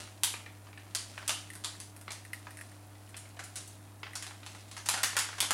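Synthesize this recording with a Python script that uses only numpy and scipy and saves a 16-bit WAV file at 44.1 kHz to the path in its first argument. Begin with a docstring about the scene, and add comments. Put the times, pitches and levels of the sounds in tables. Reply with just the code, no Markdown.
"""The dying tail of an earlier snap opens the scene: a hand is squeezing a foil pouch of cat food.
Wet food squelches over a plastic bowl; foil facets flip in sharp snaps, thickest in a loud run at the end.
From a second and a half in, the cat's lips smack: saliva ticks and a ringing mouth cavity.
Throughout, creases rustle and faint chewing ticks over sine-wave appliance hum and filtered-noise air.
Cupboard echoes and a decaying noise tail follow snaps, squelches and smacks; the rustle gets the room only."""
import sys
import numpy as np
from scipy import signal
from scipy.fft import rfft, irfft
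from scipy.io import wavfile
from scipy.ndimage import uniform_filter1d

SR = 44100
rng = np.random.default_rng(int(sys.argv[2]) if len(sys.argv) > 2 else 0)


def generate_wav(signal):
    """Clip the signal to [-1, 1] and save it as 16-bit WAV at the path in sys.argv[1]."""
    frames = np.transpose(np.atleast_2d(signal))
    scaled = np.clip(frames, -1, 1) * 32767
    pcm = np.round(scaled).astype(np.int16)
    wavfile.write(sys.argv[1], SR, pcm)


N = 243873  # length in samples

SIZE = 2048  # samples in one short sound
BIN_HZ = np.arange(SIZE // 2 + 1) * SR / SIZE
AGE_MS = np.arange(SIZE) * 1000 / SR
TAIL_S = np.arange(24576) / SR


# Buckles of the pouch:
# [t/s, level/dB before make-up gain, tilt/dB per octave, facet f/Hz, crumple time/ms]
SNAPS = [(0.234, -25.5, 2, 3000, 1.2), (0.949, -31, 2, 4400, 1.2), (1.278, -32.5, 2.5, 9250, 1.8),
         (1.293, -29, -1, 2770, 2), (1.638, -42.5, -1, 3300, 4.7), (1.645, -35, 1, 4300, .8),
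         (1.801, -44.5, 2.6, 10000, .7), (2.105, -42.5, -2.5, 4100, 2), (2.118, -42.5, 2, 5370, 0.87),
         (3.166, -46, 3.5, 8800, 5.5), (3.391, -43, -2.8, 1640, 6.3), (3.437, -49.5, 4.5, 9300, 4.3),
         (3.556, -41, 3, 9100, 6), (3.571, -43, 0.7, 6300, 5.8), (3.675, -57, 9, 11700, 4.1),
         (4.153, -36, 1.6, 5000, 4.5), (4.224, -40, 0.2, 1910, 1.6), (4.266, -44.5, -1, 4480, 0.56),
         (4.463, -44, -1, 3500, 0.75), (4.548, -50, -3, 9750, 4.4), (4.713, -47, 0.5, 3650, 1.4),
         (4.766, -42.5, -2, 1760, 2), (4.777, -45.5, 0, 4420, 1), (4.858, -37.5, 0.5, 5560, 10),
         (4.887, -25.5, -0.5, 10060, 1.1), (4.938, -32.5, -2.5, 1660, 2.5), (4.975, -37.5, -2.5, 1440, 4),
         (5.032, -24, 0, 1830, 2.7), (5.166, -27, -1, 1710, 2.9), (5.188, -28, .5, 4830, 1.6),
         (5.381, -41, -3.5, 3380, 4.6), (5.403, -26.5, 1.5, 3300, 2.4), (5.426, -34.5, -2.5, 4770, 2.6),
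         (5.507, -25.5, -1.4, 1620, 0.7)]
# Tone of the foil, shared by all snaps: [f/Hz, level/dB]
FOIL_TONE = [(60, -34), (250, -14.5), (500, -11), (900, -0.5), (2050, -0.5), (4600, -1.5), (9500, -1.4),
             (10700, -4.5), (12300, -16.5), (14400, -24), (16000, -29)]
TILT_PIVOT_HZ = 4000
# The facet's ring at the pivot; big, low facets ring more
FACET_RING_DB, FACET_DB_PER_OCTAVE = 4.2, -1.2
# Later flips against the first, for a 1 ms crumple; slow crumples swell
CASCADE_DB, CASCADE_DB_PER_DOUBLING = 5, 7
SNAP_ECHO_DB, SNAP_ROOM_DB = -1, 2
# Snaps above this table level open up the top treble
HARD_DB = -36
SPARKLE_HZ, SPARKLE_DB_PER_DB = 11700, 0.87


def pouch(gain_db=27.5, facet_octaves=.45, travel_s=.0008):
    """Each snap rings the facet that flipped: big ones knock, small ones tick, hard ones sparkle."""
    out = np.zeros(N)
    octaves = np.log2(np.maximum(BIN_HZ, 500) / TILT_PIVOT_HZ)
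    top = 1 / (1 + (SPARKLE_HZ / (BIN_HZ + 1)) ** 16)
    for s, db, tilt_db, hz, ms in SNAPS:
        ring_db = FACET_RING_DB + FACET_DB_PER_OCTAVE * np.log2(hz / TILT_PIVOT_HZ)
        facet = ring_db * resonance(hz, facet_octaves)
        sparkle = SPARKLE_DB_PER_DB * max(db - HARD_DB, 0) * top
        tone_db = on_log_axis(BIN_HZ, FOIL_TONE) + tilt_db * octaves + facet + sparkle + folds(2.6)
        body = causal(undb(tone_db + db + gain_db))
        cascade_db = CASCADE_DB + CASCADE_DB_PER_DOUBLING * np.log2(max(ms, .5))
        snap = burst(ms, cascade_db, SNAP_ECHO_DB, SNAP_ROOM_DB)
        add(out, s + travel_s, signal.fftconvolve(snap, body))
    return out


def rustle(per_s=600, spread_db=5, gain_db=-7):
    """Tiny creases give way as random clicks, densely enough to merge into a rustle."""
    tone = [(200, 9.5), (900, 5.5), (2000, 7.5), (4500, 7.5), (10000, 4.0), (13000, -14), (16000, -24)]
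    clicks = (rng.random(N) < per_s / SR) * rng.choice([-1, 1], N)
    sizes = undb(spread_db * np.minimum(rng.exponential(size=N), 3))
    grains = colour(clicks * sizes, tone) * creasing() * undb(gain_db)
    # the creases are heard directly and in the room's ring
    return grains + undb(-1.0) * signal.fftconvolve(grains, room_ring())[:N]


# Level of the rustle: the dying tail of an earlier snap at first, then foil sliding
# under the fingers; breakpoints of a fader: [t/s, level/dB before trim]
RUSTLE = [(0, -38.5), (.08, -58.5), (.8, -60.5), (1.2, -50), (1.9, -63.5), (2.5, -57), (2.9, -61),
          (3.7, -56.5), (4.0, -63.5), (4.56, -53.5), (4.7, -57.5), (5.53, -49)]
CREASE_DB = -21  # swell of creases relative to its snap's table level
CREASE_RISE_S, CREASE_FALL_S = .008, .035


def creasing():
    """Strength of the creases: an earlier snap's tail, then the fingers' sliding, and a swell per snap."""
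    t = np.arange(N) / SR
    power = undb(np.interp(t, *np.transpose(RUSTLE))) ** 2
    for s, db, *_ in SNAPS:
        distance = np.maximum((s - t) / CREASE_RISE_S, (t - s) / CREASE_FALL_S)
        swell = np.exp(-distance.clip(max=20))
        power += (undb(db + CREASE_DB) * swell) ** 2
    return np.sqrt(power)


# Soft wet food giving way: [t/s, level/dB before make-up gain, air pocket f/Hz]
SQUELCHES = [(0.074, -51.5, 1090), (0.339, -39, 2180), (0.462, -46, 2270), (0.668, -53, 1080),
             (0.729, -53.5, 2500), (0.775, -47.5, 2200), (0.866, -56, 1370), (1.004, -58, 2200),
             (1.177, -40.5, 1530), (1.227, -47, 950), (2.079, -41.5, 1090), (2.468, -45.5, 1000),
             (2.951, -57, 5230), (3.143, -46.5, 2860), (3.253, -54.5, 2200), (3.369, -50, 700),
             (4.031, -39, 2800), (4.065, -45, 3150), (4.309, -48, 1240), (4.431, -49, 2900),
             (5.129, -41, 850), (5.153, -41, 1500), (5.288, -41, 920), (5.328, -44, 1300)]
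# Tone of the wet food, shared by all squelches: [f/Hz, level/dB]
FOOD_TONE = [(60, -73), (330, -5), (840, 1.5), (2050, 2.5), (4600, -7), (7000, -17.5), (11000, -31)]
POCKET_DB, POCKET_OCTAVES = 6, 0.99  # height and width of an air pocket's resonance


def squelches(gain_db=28.5, travel_s=0.00054):
    """Wet food tears in slower, duller bursts with small hollow resonances."""
    out = np.zeros(N)
    for s, db, hz in SQUELCHES:
        pocket = POCKET_DB * resonance(hz, POCKET_OCTAVES)
        body = causal(undb(on_log_axis(BIN_HZ, FOOD_TONE) + pocket + folds(3.5) + db + gain_db))
        tear = burst(3.5, cascade_db=10, echo_db=-7, tail_db=-2.5)
        add(out, s + travel_s, signal.fftconvolve(tear, body))
    return out


# Parting of the cat's lips:
# [t/s, mouth ring level/dB, saliva tick level/dB], both before make-up gain
SMACKS = [(1.502, -42.5, -47), (1.534, -53, -47), (1.553, -63, -42), (1.751, -54, -57), (1.964, -74, -48),
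          (2.012, -75, -48), (2.25, -48, -51), (2.332, -34.5, -41), (2.507, -54, -49.5), (2.571, -50, -46),
          (2.588, -46.5, -51), (2.611, -42.5, -45.5), (2.717, -56, -57), (3.091, -62, -53.5),
          (4.133, -45, -52)]
# Tone of a saliva tick: [f/Hz, level/dB]
SALIVA_TONE = [(300, -18), (1500, 3.5), (3000, -4.5), (4500, -3), (7500, -4), (9100, 7.5), (10800, 1),
               (12900, -4), (14300, -13), (16000, -24)]
MOUTH_HZ, MOUTH_SCATTER_OCTAVES = 1860, .08


def cat(ring_db=24, tick_db=25, overtone=1.45, overtone_db=-16, travel_s=0.00068):
    """A bursting saliva film ticks brightly and rings the small mouth cavity, whose pitch varies a little."""
    out = np.zeros(N)
    for s, mouth_db, saliva_db in SMACKS:
        hz = MOUTH_HZ * 2 ** (MOUTH_SCATTER_OCTAVES * rng.uniform(-0.71, 1))
        # here the peaks are plain gains, not dB
        upper = undb(overtone_db) * resonance(hz * overtone, octaves=.27)
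        mouth = causal(resonance(hz, octaves=.27) + upper)
        spit = causal(undb(on_log_axis(BIN_HZ, SALIVA_TONE) + folds(3.4)))
        ring = signal.fftconvolve(burst(1.8, cascade_db=3, echo_db=-4, tail_db=-12), mouth)
        ticks = signal.fftconvolve(burst(2.0, cascade_db=0, echo_db=-1, tail_db=-1), spit)
        smack = undb(mouth_db + ring_db) * unit(ring) + undb(saliva_db + tick_db) * unit(ticks)
        add(out, s + travel_s, smack)
    return out


def chewing(per_s=13, level_db=-42, spread_db=7):
    """Faint wet ticks of the cat's jaws at random moments, each at its own pitch, with no room."""
    out = np.zeros(N)
    for when, pitch, size in rng.random((int(per_s * N / SR), 3)):
        hz = 1200 * 9 ** pitch
        peak = 1 / (1 + (4 * np.log((BIN_HZ + 1) / hz)) ** 2)
        body = unit(causal(undb(folds(4)) * peak))
        tick = signal.fftconvolve(crumple(6.6, cascade_db=7), body)
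        add(out, when * N / SR, undb(level_db + spread_db * size) * tick)
    return out


def crumple(ms, cascade_db, soft_hz=3500):
    """One crisp flip sets off a cascade of softer ones; evened out to a broadly flat spectrum."""
    flips = rng.standard_normal(SIZE) ** 3 * np.exp(-AGE_MS / max(ms, .2))
    softened = signal.lfilter([1], [1, -np.exp(-2 * np.pi * soft_hz / SR)], flips)
    flips = undb(cascade_db) * unit(softened)
    flips[0] += 1
    spread = np.sqrt(uniform_filter1d(abs(rfft(flips)) ** 2, size=61))
    return unit(signal.fftconvolve(flips, causal(1 / spread))[:SIZE])


# Slaps off hard surfaces near the bowl: [delay/ms, level/dB before each source's echo trim]
ECHOES = [(4.4, -3.5), (11.1, -9), (12.4, -9.5)]


def burst(ms, cascade_db, echo_db, tail_db, echo_share=0.84):
    """A crumple, its slaps off the cupboards and the room's ring; every slap has its own mix of flips."""
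    sound = undb(tail_db) * room_ring()
    add(sound, 0, crumple(ms, cascade_db))
    for delay_ms, db in ECHOES:
        add(sound, delay_ms / 1000, undb(db + echo_db) * crumple(ms * echo_share, cascade_db))
    return sound


# Ring of the kitchen by band: [centre f/Hz, t60/s]
KITCHEN = [(400, 0.27), (1100, 0.37), (2800, 0.41), (7000, 0.39), (11000, 0.33), (15000, 0.14)]


def room_ring(build_ms=0.88):
    """Reflections start grainy and merge into noise; each band dies at its own rate, the top one fastest."""
    ms = TAIL_S * 1000
    density = np.clip(ms / 40, .3, 1)
    hits = rng.random(len(ms)) < density
    scatter = rfft(rng.standard_normal(len(ms)) * hits / np.sqrt(density))
    hz = np.arange(len(scatter)) * SR / len(ms)
    centres, t60s = np.transpose(KITCHEN)
    tail = np.zeros(len(ms))
    # each share picks one band, crossfaded with its neighbours
    for share, t60 in zip(np.eye(len(centres)), t60s):
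        band = irfft(scatter * on_log_axis(hz, np.c_[centres, share]))
        tail += band * np.exp(-np.log(1000) * TAIL_S / t60)
    return unit(tail * (1 - np.exp(-ms / build_ms)))


# Lines of the appliance hum: [f/Hz, nominal rms level/dB]
HUM = [(60, -72.5), (100.1, -53), (197, -74.5), (300.2, -66), (641, -73), (738, -74), (963, -77.5)]


def hum(waver_db=.2, motor_waver_db=1.2):
    """Mains and motor sine lines: the strongest holds nearly steady, the weak ones waver."""
    t = np.arange(N) / SR
    strongest_db = max(row[1] for row in HUM)
    out = np.zeros(N)
    for hz, db in HUM:
        walk = signal.resample(rng.standard_normal(size=24), N)
        depth_db = waver_db if db == strongest_db else motor_waver_db
        line = np.sin(2 * np.pi * (hz * t + rng.random()))
        out += np.sqrt(2) * undb(db + depth_db * walk) * line
    return out


# Tone of the still air and hiss: [f/Hz, relative level/dB per Hz]
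AIR_TONE = [(25, -32), (45, -18), (65, -35), (90, -8.5), (160, 1.5), (310, 1), (480, -5), (700, -1.5),
            (1200, -7), (2400, -14), (5000, -25.5), (10000, -14), (13000, -20), (16000, -24)]


def still_air(level_db=-58.5):
    """Steady random noise shaped into the hush of the room."""
    return undb(level_db) * colour(rng.standard_normal(N), AIR_TONE)


def folds(depth_db):
    """Chance peaks and dips in dB, up to a few hundred hertz apart: crumpled shapes never ring alike."""
    knots = np.cumsum(np.linspace(90, 520, 56))
    return depth_db * np.interp(BIN_HZ, knots, np.clip(rng.standard_normal(len(knots)), -2, 2))


def resonance(hz, octaves):
    """A peak of height one and the given width, for each bin."""
    return 1 / (1 + (2 * np.log2((BIN_HZ + 1) / hz) / octaves) ** 2)


def causal(gain):
    """The quickest-starting (minimum-phase) response that has this gain in each bin."""
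    cepstrum = irfft(np.log(gain + 1e-9))
    # fold the cepstrum forward in time
    cepstrum[1:SIZE // 2] *= 2
    cepstrum[SIZE // 2 + 1:] = 0
    return irfft(np.exp(rfft(cepstrum)))


def colour(x, points):
    """Filter a long sound by (f/Hz, level/dB) points, then scale it to rms 1."""
    hz = np.arange(len(x) // 2 + 1) * SR / len(x)
    y = irfft(rfft(x) * undb(on_log_axis(hz, points)), len(x))
    return y / np.std(y)


def on_log_axis(hz, points):
    """Read (f/Hz, value) points on a log-frequency axis."""
    f, value = np.transpose(points)
    return np.interp(np.log(hz + 1), np.log(f), value)


def undb(db):
    """Decibels to gain."""
    return 10 ** (np.asarray(db) / 20)


def unit(x):
    """Scale to an energy of one."""
    return x / np.sqrt(np.sum(x ** 2))


def add(track, s, x):
    """Mix x into the track at s seconds."""
    i = max(int(s * SR), 0)
    track[i:i + len(x)] += x[:max(len(track) - i, 0)]


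def scene():
    """Pouch, food and cat over the hum and the still air of the kitchen."""
    foil = pouch() + rustle()
    animal = cat() + chewing()
    background = hum() + still_air()
    return (foil + squelches() + animal + background)[None]


def record(dry, low_cut_hz=42, top_hz=16000):
    """The microphone drops the deepest bass and cuts the top."""
    thinned = signal.sosfilt(signal.butter(4, low_cut_hz, "high", fs=SR, output="sos"), dry)
    return signal.sosfilt(signal.ellip(10, .2, 70, top_hz, fs=SR, output="sos"), thinned)


dry = scene()
out = record(dry)
generate_wav(out)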